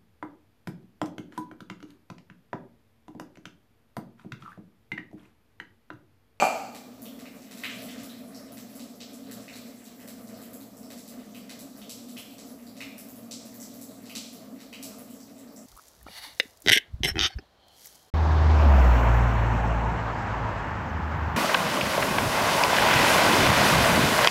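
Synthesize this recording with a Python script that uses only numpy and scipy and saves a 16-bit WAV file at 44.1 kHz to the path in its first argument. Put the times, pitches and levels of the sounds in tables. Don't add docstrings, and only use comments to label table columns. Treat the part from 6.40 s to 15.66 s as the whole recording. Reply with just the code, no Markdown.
import sys
import numpy as np
from scipy import signal
from scipy.fft import rfft, irfft, next_fast_len
from scipy.io import wavfile
from scipy.ndimage import uniform_filter1d

SR = 44100
rng = np.random.default_rng(int(sys.argv[2]) if len(sys.argv) > 2 else 0)


def to_linear_factor(level_db):
    exponent = np.asarray(level_db, float) / 20
    return 10 ** exponent


def unload_wav(signal):
    wavfile.write(
        sys.argv[1],
        SR,
        np.round(np.clip(np.atleast_2d(signal).T, -1, 1) * 32767).astype(np.int16),
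    )


N = 408366


def tint(x, points):
    hz, db = np.transpose(points)
    size = next_fast_len(len(x) + SR)
    f = np.fft.rfftfreq(size, 1 / SR) + 1
    gain = to_linear_factor(np.interp(np.log(f), np.log(hz), db))
    return irfft(rfft(x, size) * gain, size)[:len(x)]


def ring(x, modes):
    out = 0
    for hz, width, db in modes:
        b, a = signal.iirpeak(hz, hz / width, SR)
        out = out + to_linear_factor(db) * signal.lfilter(b, a, x)
    return out


def level(x, db):
    return x * to_linear_factor(db) / np.sqrt(np.mean(x ** 2))


def walk(rate):
    hold = int(SR / rate)
    steps = np.repeat(rng.standard_normal(N // hold + 1), hold)
    slewed = uniform_filter1d(uniform_filter1d(steps, hold), hold)
    return 2.02 * slewed[:N]


# (frequency [Hz], decay by 60 dB [s])
ROOM_DECAY = [(200, 0.43), (700, 0.75), (2500, 0.67), (7000, 0.89), (15000, 0.51)]


def kitchen(echoes, tail_db, build_s):
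    t = np.arange(SR) / SR
    hz, t60 = np.transpose(ROOM_DECAY)
    tail = 0
    for centre in 88 * 2. ** np.arange(8):
        edges = [centre / np.sqrt(2), min(centre * np.sqrt(2), 20000)]
        octave = signal.butter(2, edges, "bandpass", fs=SR, output="sos")
        decay = np.interp(np.log(centre), np.log(hz), t60)
        tail = tail + signal.sosfilt(octave, rng.standard_normal(SR)) * to_linear_factor(-60 * t / decay)
    out = to_linear_factor(tail_db) * tail * (1 - np.exp(-(t / build_s) ** 2))
    for delay, db, smear in echoes:
        late = np.maximum(t - delay, 0)
        scatter = rng.standard_normal(SR) if smear else 1
        burst = (t >= delay) * np.exp(-late / (smear + 1e-6)) * scatter
        out = out + to_linear_factor(db) * burst / np.sqrt(np.sum(burst ** 2))
    return out


# (frequency [Hz], density [dB per Hz])
RUSH_COLOUR = [(15, -63), (25, 3), (148, -25), (248, 5.5), (361, -10), (672, -7.5), (981, -16), (1150, -31),
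               (7630, -27), (15800, -27.5)]


def rush():
    return level(tint(rng.standard_normal(N), RUSH_COLOUR), -56)


# (time [s], break-up into spray [dB], drumming force on the tub [dB])
STREAM = [(0.0, -54.5, -48.5), (0.64, -60.5, -48), (1.13, -53.5, -48.5), (1.49, -42.5, -44),
          (1.73, -53.5, -46.5), (2.24, -53.5, -48.5), (2.53, -58, -49), (3.12, -50.5, -47),
          (3.46, -57, -51), (4.0, -52, -45.5), (4.23, -62, -48), (4.62, -53, -48), (5.7, -56.5, -48),
          (6.06, -52.5, -49.5), (6.29, -59, -49), (7.0, -56.5, -48), (7.84, -56.5, -48.5),
          (9.26, -57.5, -49.5)]


def stream():
    s, spray_db, force_db = np.transpose(STREAM)
    t = np.arange(N) / SR
    return np.interp(t, s, spray_db), np.interp(t, s, force_db)


def drone(modes, flow_db):
    noise = rng.standard_normal(N)
    out = 0
    for k, (hz, width, db) in enumerate(modes):
        out = out + (-1) ** k * ring(noise, [(hz, width, db - 10 * np.log10(width))])
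    return level(out, 0) * to_linear_factor(flow_db)


# (frequency [Hz], width [Hz], level [dB])
TUB_MODES = [(59.4, 21, -13), (116.8, 4.5, -11.5), (196.2, 19.4, -3), (211.6, 3.4, -1.5), (236.4, 9.9, 4),
             (274.1, 10.4, 2.5), (335, 27, -11)]
# (frequency [Hz], width [Hz], level [dB])
WALL_MODES = [(457, 37, 0), (582, 26, -1.5), (644.4, 12, -3), (705, 24, -3.5), (1190, 193, -5.5)]


def tub(force_db, shake):
    gurgle = walk(28)
    base_db = force_db + 13.5 * shake - 1.0
    walls_db = -57.5 + 0.95 * (force_db + 49) + 25 * shake
    base = drone(TUB_MODES, base_db + 0.64 * gurgle)
    return base + drone(WALL_MODES, walls_db + 1.5 * gurgle)


# (frequency [Hz], width [Hz], level [dB])
BODY_MODES = [(670, 66, -4), (778, 117, 0.5), (1176, 75, -4), (288, 61, -18)]
# (frequency [Hz], width [Hz], level [dB])
RIM_MODES = [(700, 400, -3), (1200, 200, -8), (2430, 450, 0), (2900, 300, -14), (4550, 500, -7),
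             (4900, 350, -12), (6150, 600, -13), (7700, 700, -20), (11000, 7000, -33)]
# (frequency [Hz], width [Hz], level [dB])
RIM_TONES = [(2384, 4.8, 9), (2730, 12, 3), (4550, 13, -18)]
# (time [s], body level [dB], rim level [dB])
CUP_BLOWS = [
    (-.03, -9, 0),
    (.0232, 0, -12),
]
# (delay [s], level [dB], smear [s])
CUP_ECHOES = [(0, 1, 0), (.0052, -5, 0), (.017, -3, 0), (.0225, -9, 0), (.0288, -10, 0)]


def cup():
    lead = 2205
    body, rim = np.zeros((2, SR + lead))
    for s, body_db, rim_db in CUP_BLOWS:
        at = lead + int(s * SR)
        body[at] = -to_linear_factor(body_db + 28.5)
        rim[at] = to_linear_factor(rim_db + 20)
    body = signal.lfilter(np.hanning(36) / 18, 1, body)
    struck = ring(body, BODY_MODES) + ring(rim, RIM_TONES)
    for hz, width, db in RIM_MODES:
        struck = struck + ring(ring(rim, [(hz, width, db)]), [(hz, width, 0)])
    room = kitchen(CUP_ECHOES, tail_db=-31.5, build_s=0.0029)
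    wet = signal.fftconvolve(struck, room)[lead:]
    return np.pad(wet, (0, N - len(wet)))


def bubbles(s, db, hz, glide_oct, tick_db, length_s):
    u = np.linspace(-2.5, 2.5, int(length_s * SR))
    octaves = np.multiply.outer(np.clip(glide_oct, .05, 1.3), u)
    freq = np.minimum(hz[:, None] * 2 ** octaves, .45 * SR)
    note = np.exp(-u ** 2 / 4) * np.sin(2 * np.pi * np.cumsum(freq, axis=1) / SR)
    note = note / np.sqrt(np.sum(note ** 2, axis=1, keepdims=True))
    note[:, len(u) // 3] += to_linear_factor(tick_db)
    out = np.zeros(N + len(u))
    places = (s * SR).astype(int)[:, None] + np.arange(len(u))
    np.add.at(out, places, to_linear_factor(db)[:, None] * note)
    return out[:N]


def spray(flow_db, count):
    when, size, pitch, glide = rng.random((count, 4)).T
    s = when * (N - 1) / SR
    db = flow_db[(s * SR).astype(int)] + 11 * size ** 2
    hz = 1500 * 2 ** (3.35 * pitch)
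    return bubbles(s, db, hz, 0.12 + 0.27 * glide, tick_db=-12.0, length_s=.002)


# (time [s], level [dB], pitch [Hz])
SPIT_DROPS = [(0.619, -49.5, 12900), (1.633, -52, 9600), (2.12, -53.5, 13200), (2.352, -54, 11500),
              (3.441, -61, 11200), (4.017, -54, 12020), (4.132, -51.5, 11900), (4.369, -58, 8900),
              (5.372, -57, 10000), (5.778, -51, 9900), (6.58, -48.5, 9500), (6.686, -52.5, 12500),
              (6.757, -56.5, 13800), (7.053, -57, 9700), (7.142, -52.5, 12500), (7.34, -54, 12700),
              (7.929, -55, 13300), (8.584, -54, 13700), (8.7, -57.5, 10600), (8.98, -57.5, 7100)]


def spits():
    s, db, hz = np.transpose(SPIT_DROPS)
    return bubbles(s, db + 21.5, hz, 0.46, tick_db=-4, length_s=0.0019)


# (time [s], level [dB], middle pitch [Hz], glide spread [octaves])
SPLASH_DROPS = [(0.346, -48, 4500, 1.12), (0.79, -52, 4200, 1.13), (1.02, -57.5, 5800, 0.59),
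                (1.11, -49, 4270, 1.04), (1.173, -50.5, 5200, 0.9), (2.17, -49.5, 5030, 1.3),
                (2.393, -49.5, 4430, 0.69), (2.603, -45, 4130, 0.54), (2.732, -54, 8110, 0.57),
                (2.911, -46, 8000, 1.32), (3.156, -49.5, 6000, 1), (3.452, -55, 4950, 0.72),
                (3.676, -47, 9300, 1.46), (3.871, -56, 6250, 0.6), (4.502, -49, 4600, 1.1),
                (4.576, -52, 7550, 0.65), (4.677, -50.5, 8600, 0.95), (5.093, -45.5, 3970, 0.77),
                (5.19, -49.5, 8960, 0.81), (5.493, -42.5, 5930, 0.7), (5.685, -52.5, 7600, 0.85),
                (5.981, -50.5, 5830, 0.58), (6.366, -52.5, 4830, 0.79), (6.91, -40.5, 5400, 0.52),
                (7.413, -48, 10300, 0.74), (7.655, -53, 4560, 0.74), (7.751, -37, 4830, 0.65),
                (8.202, -52.5, 3960, 0.84), (8.426, -42, 7500, 0.73), (1.235, -33, 2490, 0.39)]


def splashes():
    s, db, hz, glide_oct = np.transpose(SPLASH_DROPS)
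    return bubbles(s, db + 21, hz, 0.897 * glide_oct, tick_db=-14.5, length_s=.0025)


# (time [s], level [dB], pitch [Hz], tick against bubble [dB])
PLINK_DROPS = [(0.654, -51, 3120, 5), (0.854, -51, 2400, -5), (1.237, -55, 4500, -24),
               (1.295, -44, 2860, -22), (1.487, -47.5, 3080, -12), (1.692, -53.5, 3490, -24),
               (1.945, -50, 4900, -24), (3.079, -48.5, 2400, -14), (3.129, -50.5, 3740, -1),
               (3.6, -62, 2950, 16), (3.94, -58, 4570, 0), (4.04, -70, 3300, 2), (4.203, -63, 4200, 19),
               (4.429, -57, 4770, 3), (4.946, -51.5, 2750, 5), (5.415, -51, 3150, -4),
               (5.767, -43.5, 2900, -3.5), (6.266, -57, 4440, 8), (6.404, -41, 2400, -3),
               (6.423, -56, 3170, -19), (7.2, -48.5, 6860, 3), (7.226, -51.5, 5680, 7.5),
               (7.695, -47, 2690, 5), (8.327, -44.5, 2690, -2), (8.504, -75, 4370, -5),
               (8.516, -59.5, 1190, -24), (8.74, -59, 6200, -12), (8.802, -56, 5340, -9),
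               (9.161, -53.5, 6600, -13)]


def plinks():
    s, db, hz, tick_db = np.transpose(PLINK_DROPS)
    core = bubbles(s, db + 20.5, hz, 0.2, tick_db - 9, length_s=.0028)
    skirt = bubbles(s, db + 16.5, 1.322 * hz, 0.637, tick_db=-37, length_s=0.00248)
    return core + skirt


# (frequency [Hz], width [Hz], level [dB])
BASIN_MODES = [(2400, 170, -9), (2900, 570, -30), (4150, 290, -9.5), (4780, 280, -8), (5330, 750, -4),
               (7670, 400, -1.5)]
# (delay [s], level [dB], smear [s])
TUB_ECHOES = [(0, 0, .0012), (.002, 0, .002), (.0088, 1, .001), (.0165, 0, .003), (.023, 2.5, .02)]


def water(spray_db, shake):
    drops = plinks() + splashes() + spits()
    drops = drops + spray(spray_db + 24 * shake + 3.5, count=1200)
    drops = drops + ring(drops, BASIN_MODES)
    room = kitchen(TUB_ECHOES, tail_db=-24, build_s=0.0063)
    return signal.fftconvolve(drops, room)[:N]


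def scene():
    spray_db, force_db = stream()
    shake = np.exp(-np.arange(N) / SR / 0.078)
    return (rush() + tub(force_db, shake) + cup() + water(spray_db, shake))[None]


def roll_off(x):
    return signal.sosfilt(signal.butter(12, 16790, fs=SR, output="sos"), x)


# (frequency [Hz], gain [dB])
MIC_COLOUR = [(20, -53), (45, -8.5), (100, 3), (2000, 0.5), (2400, -1.5), (4000, -1), (5300, -3),
              (6600, -1), (7700, 0), (8700, -2.5), (12500, 4), (15500, 4), (15750, -66.5)]


def record(dry):
    mix = tint(dry[0], MIC_COLOUR)[None]
    return roll_off(mix)


dry = scene()
out = record(dry)
unload_wav(out)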